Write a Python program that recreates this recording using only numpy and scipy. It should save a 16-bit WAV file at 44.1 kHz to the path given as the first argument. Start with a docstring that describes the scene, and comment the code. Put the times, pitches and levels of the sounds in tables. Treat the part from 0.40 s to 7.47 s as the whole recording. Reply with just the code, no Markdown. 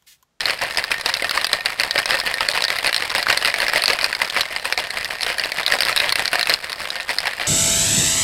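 """Ice cubes and a drink shaken hard in a hand-held steel shaker, in a kitchen, close to the microphone.
Each stroke slams the load home: a surge of many small collisions, with single cubes cracking, knocking
and thudding around it, all made by noisy contacts ringing short modes. Liquid rushes as spurting coloured
noise, the gripped steel rings faintly in narrow modes, a dull low flutter follows the strokes, and
the kitchen adds weak sparse reflections."""
import sys
import numpy as np
from scipy import signal
from scipy.fft import rfft, irfft
from scipy.io import wavfile
from scipy.ndimage import uniform_filter1d

SR = 44100
rng = np.random.default_rng(int(sys.argv[2]) if len(sys.argv) > 2 else 0)


def dump_mix(stems):
    """Bounce the given channels to the path in sys.argv[1] as a 16-bit WAV at rate SR."""
    frames = np.atleast_2d(stems).T  # one column per channel
    limited = np.clip(frames, -1, 1)  # hard clip at full scale
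    pcm = np.round(limited * 32767).astype(np.int16)
    wavfile.write(sys.argv[1], SR, pcm)


N = 311787  # samples, about 7.07 s


def amp(db):
    """Amplitude factor of a level in dB."""
    return 10 ** (np.asarray(db) / 20)


def evened(x):
    """Scales a signal to an RMS of one."""
    return x / np.sqrt(np.mean(x ** 2) + 1e-20)


def read(points, hz):
    """Reads a curve between its points, along a logarithmic frequency axis."""
    f, value = np.transpose(points)
    return np.interp(np.log(hz + 1), np.log(f + 1), value)


# Loud blows of whole cubes in the shaker, close to the microphone.
# Each row: start in seconds, then the levels of knock, crack, thud and tick in dB (energy spread over BLOW_S).
LOUD_BLOWS = [(0.0061, -28, -17.5, -53, -40), (0.015, -36, -24, -45, -38), (0.0555, -33, -14, -49, -31),
              (0.0971, -17, -28, -31, -35), (0.1063, -17, -22, -39, -31), (0.3729, -22.5, -13, -27, -23),
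              (0.3846, -18, -24, -26, -35), (0.4397, -21.5, -21, -48, -18), (0.5153, -14.5, -19, -30, -31),
              (0.5203, -19, -27, -34, -23), (0.66, -20, -13, -22.5, -28), (0.6908, -27, -25, -39, -42),
              (0.7392, -39, -12.5, -54, -30), (0.75, -24, -29, -48, -37), (0.77, -28, -23, -49, -36),
              (0.8223, -19, -34, -25, -21), (0.8444, -18.5, -26, -24, -42), (0.8937, -24, -19, -38, -23),
              (0.91, -19.5, -17.5, -39, -19), (0.975, -15, -23, -17, -26), (1.0444, -20, -12.5, -39, -32),
              (1.0679, -23, -21, -46, -17.5), (1.1305, -20, -10.5, -28, -20),
              (1.2585, -14.5, -16.5, -37, -26), (1.3979, -17, -13.5, -28, -21),
              (1.4072, -18, -30, -33, -23), (1.4342, -17.5, -19, -41, -32), (1.5092, -26, -14.5, -46, -34),
              (1.5576, -18.5, -36, -19, -29), (1.5786, -17.5, -17, -36, -33), (1.586, -17, -21, -34, -29),
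              (1.6575, -21, -14.5, -30, -13.5), (1.707, -15.5, -19, -36, -27), (1.7877, -33, -26, -30, -23),
              (1.7996, -28, -17, -41, -37), (1.9404, -21, -19.5, -33, -21), (2.007, -18, -35, -16, -29),
              (2.0864, -17, -13.5, -23, -24), (2.0979, -39, -32, -41, -33), (2.1141, -31, -19, -36, -33),
              (2.175, -20.5, -24, -19.5, -31), (2.2214, -23, -16, -27, -31), (2.2398, -23, -12.5, -34, -27),
              (2.2497, -26, -16.5, -40, -27), (2.281, -23, -20.5, -30.5, -27), (2.3024, -17, -18, -31, -28),
              (2.386, -20.5, -21, -33, -20), (2.4448, -20, -23, -23, -33), (2.461, -18, -26, -36, -47),
              (2.468, -22, -20.5, -34, -15), (2.4752, -24, -20, -27, -35), (2.5281, -19, -21, -39, -21),
              (2.5446, -25, -13, -46, -32), (2.563, -28, -14, -46, -17), (2.6222, -18, -24, -35, -32),
              (2.7013, -30, -20, -32, -40), (2.7497, -17, -19, -18.5, -20), (2.7593, -21, -20.5, -36, -31),
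              (2.7808, -23, -23, -22.5, -21), (2.8274, -23, -19, -31, -30), (2.8678, -16, -33, -38, -34),
              (2.8853, -19, -21, -48, -29), (2.9012, -11, -20, -30, -19), (2.9267, -17.5, -16, -26, -26),
              (2.9736, -19, -13.5, -27, -18), (3.0476, -15, -19, -37, -21), (3.0559, -18, -17, -42, -23),
              (3.0747, -17, -34, -45, -34), (3.0808, -24, -30, -43, -29), (3.1407, -15.5, -21, -30, -22),
              (3.2013, -17, -21, -25, -21), (3.219, -18, -28, -35, -22), (3.2291, -18, -33, -29, -33),
              (3.282, -17.5, -18, -38, -27), (3.3343, -15, -23, -34, -18), (3.3588, -14.5, -19, -21, -32),
              (3.4204, -26, -18, -43, -21), (3.4376, -19, -16, -34, -14.5), (3.4577, -24, -13, -44, -35),
              (3.4796, -19, -12, -35, -20), (3.4995, -15, -25, -21, -30), (3.505, -22, -17, -21, -31),
              (3.5885, -19, -24, -42, -36), (3.6115, -22, -22, -43, -40), (3.6426, -15, -12.5, -39, -28),
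              (3.7279, -17.5, -26, -36, -30), (3.7498, -23, -20.5, -43, -37), (3.8173, -13, -20, -23, -24),
              (3.899, -38, -20, -50, -39), (3.9644, -18, -27, -19, -29), (3.9724, -18.5, -28, -27, -25),
              (4.0083, -31, -11.5, -46, -21), (4.0325, -25, -32, -45, -42), (4.1626, -19.5, -26, -28, -37),
              (4.2536, -20.5, -28, -26, -23), (4.3245, -14, -16, -27, -20), (4.376, -18.5, -19, -23, -29),
              (4.5052, -26.5, -22.5, -35, -42), (4.5717, -21, -30, -29, -29),
              (4.6457, -33, -18.5, -46, -31), (4.6556, -23.5, -32, -41, -29), (4.706, -23.5, -46, -37, -32),
              (4.8078, -25, -24, -33, -33), (4.819, -36, -23, -45, -26), (4.8314, -25, -15, -35, -23),
              (4.9829, -21, -23, -33, -21), (4.9963, -20, -19, -36, -34), (5.0368, -19, -26, -45, -34),
              (5.0468, -31, -24, -39, -30), (5.1188, -21.5, -21.5, -34, -25),
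              (5.1856, -19.5, -42, -38, -40), (5.2639, -20, -11.5, -37, -21), (5.2782, -23, -17, -36, -31),
              (5.3213, -15, -15, -29, -28), (5.3366, -16.5, -31, -18.5, -22),
              (5.4058, -17, -13.5, -28, -15), (5.4203, -19, -17, -43, -19), (5.4513, -36, -20.5, -42, -21),
              (5.4845, -19, -20, -35, -23), (5.4931, -24, -25, -22, -25), (5.5622, -20, -18, -29, -12.5),
              (5.5675, -21, -19.5, -32, -27), (5.5751, -21, -13, -45, -23), (5.6007, -38, -15, -42, -26),
              (5.6927, -29, -15, -30, -31), (5.7228, -17.5, -13, -27, -11),
              (5.7562, -15.5, -18, -30.5, -16), (5.7941, -16, -26, -25, -35),
              (5.8553, -23, -15.5, -42, -39), (5.878, -23, -16.5, -45, -27), (5.9304, -14.5, -25, -23, -17),
              (5.9551, -18, -21, -23.5, -29), (5.9941, -20, -18, -30, -20), (6.0108, -18, -18, -37, -19),
              (6.029, -27, -15, -42, -27), (6.071, -17.5, -22, -37, -21), (6.095, -17, -13.5, -22, -14),
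              (6.1014, -23, -17, -39, -21), (6.1382, -45, -10, -44, -29), (6.319, -35, -25.5, -52, -30),
              (6.3287, -26.5, -23, -45, -30), (6.503, -34, -19.5, -39, -34), (6.5993, -23.5, -39, -31, -44),
              (6.692, -19.5, -26, -29, -38), (6.7049, -22, -26, -44, -38), (6.785, -22, -13.5, -45, -22),
              (6.8034, -34, -23, -52, -32), (6.8553, -29, -32, -31, -36), (6.8698, -17, -24, -27, -32),
              (6.9979, -22.5, -45, -29, -33)]


def blows():
    """Whole cubes strike wall, cap and each other: each a brief contact that rings damped modes."""
    return collide(*np.transpose(LOUD_BLOWS), contact_s=.0008, buzz_db=-12)


def in_flight(s):
    """True close before a loud blow (or close after the last): the load is in the air and quieter."""
    flight_s = .012
    loud = np.transpose(LOUD_BLOWS)[0]
    following = np.minimum(np.searchsorted(loud, s), len(loud) - 1)
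    return abs(loud[following] - s) < flight_s


def strays(count=110):
    """Lesser cube blows at chance moments, some dull, some sharp, stronger when the load moves hard."""
    place, size, hard, heavy, bright = rng.random((count, 5)).T
    at = (np.arange(count) + place) / count * (N - 1)
    smooth_surge_db = uniform_filter1d(surge_db(), size=4000)
    level_db = smooth_surge_db[at.astype(int)] + 1.5 + 7.0 * (size - .5)
    level_db = level_db - 15 * in_flight(at / SR)
    knock_db = level_db - 7 * (hard - .5)
    crack_db = level_db - 3.0 + 12 * (hard - .5)
    thud_db = level_db - 13.5 + 14 * (heavy - .5)
    tick_db = level_db - 8.0 + 16 * (bright - .5)
    return collide(at / SR, knock_db, crack_db, thud_db, tick_db, contact_s=.0007, buzz_db=-10.5)


def tumble(count=1800):
    """Many small collisions that crowd together in each surge; a few stand out."""
    hush_db = -3.5  # they weaken by this much just before a loud blow
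    place, size, hard, heavy, bright = rng.random((count, 5)).T
    crowd = np.cumsum(amp(.4 * surge_db()))
    at = np.searchsorted(crowd, (np.arange(count) + place) / count * crowd[-1])
    level_db = surge_db()[np.minimum(at, N - 1)] - 11.5
    level_db = level_db - 4.56 * np.log(0.05 + size)  # small draws give the few strong ones
    level_db = level_db + hush_db * in_flight(at / SR)
    crack_db = level_db - 11.5 + 12 * (hard - .5)
    thud_db = level_db - 8.0 + 9 * (heavy - .5)
    tick_db = level_db - 22.0 + 14 * (bright - .5)
    return collide(at / SR, level_db, crack_db, thud_db, tick_db, contact_s=0.00055, buzz_db=-18.5)


# Heavily damped modes of a collision, in four families from low to high, before each blow's own luck.
# Each row: frequency in Hz, peak level in dB within its family, time in seconds to fall about 41 dB.
THUD_MODES = [(565.5, 7.5, 0.13), (704.5, 4, 0.024), (998, 2, 0.0089), (1278, -2, 0.02)]
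KNOCK_MODES = [(1690, -3, 0.016), (1957, 1.5, 0.0055), (2380, -0.5, 0.024), (2729, -5.5, 0.011)]
CRACK_MODES = [(3760, 10.4, 0.00092), (4186, 20.2, 0.0033), (5220, 14.5, 0.0029)]
TICK_MODES = [(9060, -1.5, 0.0009), (10600, -6, 0.0018), (14300, -3, 0.0014)]
BLOW_S, LENGTH = .004, 1024  # span in seconds for levels; samples kept of each collision


def collide(s, knock_db, crack_db, thud_db, tick_db, contact_s, buzz_db):
    """A collision is a swell of micro-contacts and a faint buzz after it, ringing four mode families."""
    t = np.arange(600) / SR
    luck = rng.standard_normal((len(s), 601))
    u = t / (contact_s * np.exp(0.28 * luck[:, :1]))  # time in units of the contact's own length
    swell = u ** 2 * np.exp(2 - 2 * u)
    buzz = amp(buzz_db) * np.minimum(u, 1) * np.exp(-t / 0.0078)
    contact = luck[:, 1:] * (swell + buzz)
    sound = family(contact, KNOCK_MODES, knock_db, spread_db=0.58, detune=0.051)
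    sound = sound + family(contact, CRACK_MODES, crack_db, spread_db=4.9, detune=0.047)
    sound = sound + family(contact, THUD_MODES, thud_db, spread_db=6.0, detune=0.072)
    sound = sound + family(contact, TICK_MODES, tick_db, spread_db=6.0, detune=0.089)
    start = np.clip(np.round(s * SR).astype(int), 0, N)
    at = start[:, None] + np.arange(LENGTH)
    return np.bincount(at.ravel(), sound.ravel(), N + LENGTH)[:N]


def family(contact, modes, level_db, spread_db, detune):
    """Rings a set of modes from each contact; where the cube lands sets how much each mode gets."""
    hz, db, fall_s = np.transpose(modes)
    luck = rng.standard_normal((len(contact), 2, len(modes)))
    f = np.fft.rfftfreq(LENGTH, 1 / SR)
    width = 1.52 / fall_s  # bandwidth in Hz
    pitch = hz * (1 + detune * luck[:, 0])
    weight = amp(db + spread_db * luck[:, 1]) * width
    response = sum(weight[:, k, None] * 1j * f / (pitch[:, k, None] ** 2 - f ** 2 + 1j * f * width[k])
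                   for k in range(len(modes)))
    rings = irfft(rfft(contact, LENGTH) * response, LENGTH)
    power = (rings ** 2).sum(1) / (BLOW_S * SR)
    return rings * (amp(level_db) / np.sqrt(power))[:, None]


# The load slams into the end of the shaker once a stroke.
# Each row: slam time in seconds, surge level in dB before each layer's own scaling, rise in seconds,
# level in dB at which the grip lets the steel ring.
SLAMS = [(0.094, -21, 0.09, -28), (0.228, -21, 0.044, -19), (0.388, -21, 0.042, -35),
         (0.525, -24, 0.058, -19), (0.671, -21, 0.045, -29), (0.849, -25, 0.064, -26),
         (0.975, -21, 0.07, -29), (1.133, -21, 0.046, -21.5), (1.265, -24, 0.037, -27),
         (1.413, -22.5, 0.048, -24), (1.588, -20, 0.058, -20), (1.72, -18, 0.084, -26),
         (1.875, -20, 0.045, -17), (2.014, -22, 0.027, -37), (2.159, -22, 0.033, -22),
         (2.313, -22, 0.037, -29), (2.465, -18, 0.048, -42), (2.626, -24, 0.109, -30),
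         (2.764, -20, 0.044, -34), (2.904, -19, 0.06, -26), (3.073, -18, 0.063, -27),
         (3.216, -19, 0.085, -37), (3.366, -17.5, 0.065, -27), (3.501, -19, 0.042, -31),
         (3.65, -24, 0.075, -28), (3.814, -20.5, 0.037, -31), (3.97, -18.5, 0.064, -39),
         (4.116, -25, 0.04, -23), (4.258, -24, 0.042, -33), (4.39, -24, 0.034, -27),
         (4.574, -24, 0.063, -28), (4.743, -29, 0.067, -23), (4.91, -21.5, 0.132, -27),
         (5.039, -23, 0.066, -28), (5.207, -22, 0.091, -34), (5.33, -17, 0.08, -30),
         (5.495, -19, 0.114, -42), (5.645, -19, 0.102, -30), (5.799, -22, 0.055, -29),
         (5.94, -22, 0.032, -19.5), (6.103, -19, 0.053, -41), (6.236, -26, 0.027, -32),
         (6.409, -28, 0.047, -29), (6.558, -27, 0.045, -20), (6.702, -21, 0.039, -30),
         (6.866, -22, 0.102, -33), (7.007, -26, 0.03, -24)]
# Between strokes the load never quite rests. Each row: time in seconds, level in dB on the surge's scale.
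REST = [(0, -28), (.3, -36), (.9, -33), (1.1, -36), (2, -33), (3, -30), (3.6, -29), (3.8, -38), (4.3, -35),
        (5.1, -36), (5.4, -30), (6.05, -33), (6.2, -43), (6.5, -37), (7.07, -36.5)]


def surge_db():
    """The level of the moving load: it climbs from the lull to each slam and sinks until the next climb."""
    s, db, rise, _ = np.transpose(SLAMS)
    lull_db = np.interp(s - rise, *np.transpose(REST))
    times = np.append(np.transpose([s - rise, s]), N / SR)
    levels = np.append(np.transpose([lull_db, db]), db[-1])
    return np.interp(np.arange(N) / SR, times, levels)


def freedom_db():
    """How freely the hands let the steel ring, held through each stroke."""
    s, _, rise, ring_db = np.transpose(SLAMS)
    stroke = np.maximum(np.searchsorted(s - rise, np.arange(N) / SR) - 1, 0)
    return uniform_filter1d(ring_db[stroke], size=600)


# Rushing liquid inside the shaker. 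Each row: frequency in Hz, relative spectral density in dB per Hz.
LIQUID = [(150, -15.5), (350, -17.5), (600, -4.5), (1900, -6), (3200, -11), (4400, -9.5), (6500, -9),
          (9000, -11.5), (15000, -11)]


def slosh():
    """Liquid and ice chips rush along the wall as noise in quick spurts; a trickle never stops."""
    spurts = evened(uniform_filter1d(rng.standard_normal(N), size=130))
    rush = noise(LIQUID, patchy_db=2.0)
    flow = amp(surge_db() - 12.0) + amp(-49.5)  # the surge and the trickle
    return flow * amp(8.18 * np.clip(spurts, -2, 2)) * rush


def noise(spectrum, patchy_db):
    """Coloured noise whose level wanders in small patches of time and pitch."""
    frames, hz = N // 128 + 5, np.fft.rfftfreq(512, 1 / SR)
    a, b, patches = rng.standard_normal((frames, 257, 3)).T
    patches = uniform_filter1d(patches, size=9, axis=0)  # along pitch
    patches = evened(uniform_filter1d(patches, size=4, axis=1))  # along time
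    z = (a + 1j * b) * amp(read(spectrum, hz)[:, None] + patchy_db * patches)
    return evened(signal.istft(z, nperseg=512, noverlap=384)[1][:N])


# The gripped steel body. Each row: frequency in Hz, relative level in dB, time in seconds to fall 60 dB.
STEEL_MODES = [(709, -3, .3), (775, -9, .2), (1829, 2, .35)]


def steel(x):
    """The narrow modes of the body, set ringing by the sound fed in."""
    t = np.arange(SR // 4) / SR
    ring = sum(amp(db - 60 * t / t60) * np.cos(2 * np.pi * hz * t) for hz, db, t60 in STEEL_MODES)
    return signal.oaconvolve(x, ring / np.linalg.norm(ring))[:N]


# Low flutter under the shaking. Each row: frequency in Hz, relative spectral density in dB per Hz.
FLUTTER = [(20, 11.5), (60, 7), (130, 7), (400, -19)]


def jolts():
    """Each stroke stirs a dull low flutter: low noise that follows the surge less steeply."""
    return amp(0.68 * surge_db() - 35) * noise(FLUTTER, patchy_db=2.5)


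# The kitchen around the shaker. Each row: frequency in Hz, time in seconds to fall 60 dB.
ROOM_DECAY = [(300, 0.2), (12000, 0.57)]


def kitchen(x):
    """Sparse reflections of random sign after a short gap, each band dying at its own speed."""
    taps = np.zeros(SR // 2)
    at = np.arange(200, len(taps) - 20, 20)
    taps[at + rng.integers(0, 20, len(at))] = rng.choice([-1., 1.], len(at))
    hz, t, z = signal.stft(taps, SR, nperseg=256)
    decay = amp(-60 * t / read(ROOM_DECAY, hz)[:, None])
    tail = signal.istft(z * decay, SR, nperseg=256)[1]
    return signal.fftconvolve(x, tail / np.linalg.norm(tail))[:N]


def scene():
    """Ice, ringing steel and slosh close by, with the faint kitchen and the low flutter behind."""
    ice = blows() + strays() + tumble()
    shaker = ice + amp(freedom_db()) * steel(ice) + slosh()
    flutter = jolts()
    return (shaker + amp(-23.5) * kitchen(shaker) + flutter)[None]


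# Colour of the close microphone. Each row: frequency in Hz, gain in dB.
MICROPHONE_COLOUR = [(200, 1), (5000, 1.75), (5900, -11.5), (7500, -9.5), (8300, -4), (13000, -12),
                     (16000, -20)]


def record(dry):
    """The microphone colours the sound, the loudest peaks are rounded off; then the band limit."""
    edge_hz = 16100
    hz = np.linspace(0, SR / 2, 257)
    colour = signal.firwin2(255, hz, amp(read(MICROPHONE_COLOUR, hz)), fs=SR)
    coloured = signal.oaconvolve(dry, colour[None], "same")
    rounded = 1.22 * np.tanh(coloured / 0.96)
    band_limit = signal.firwin(511, edge_hz, window=("kaiser", 9), fs=SR)
    return signal.oaconvolve(rounded, band_limit[None], "same")


dry = scene()
out = record(dry)
dump_mix(out)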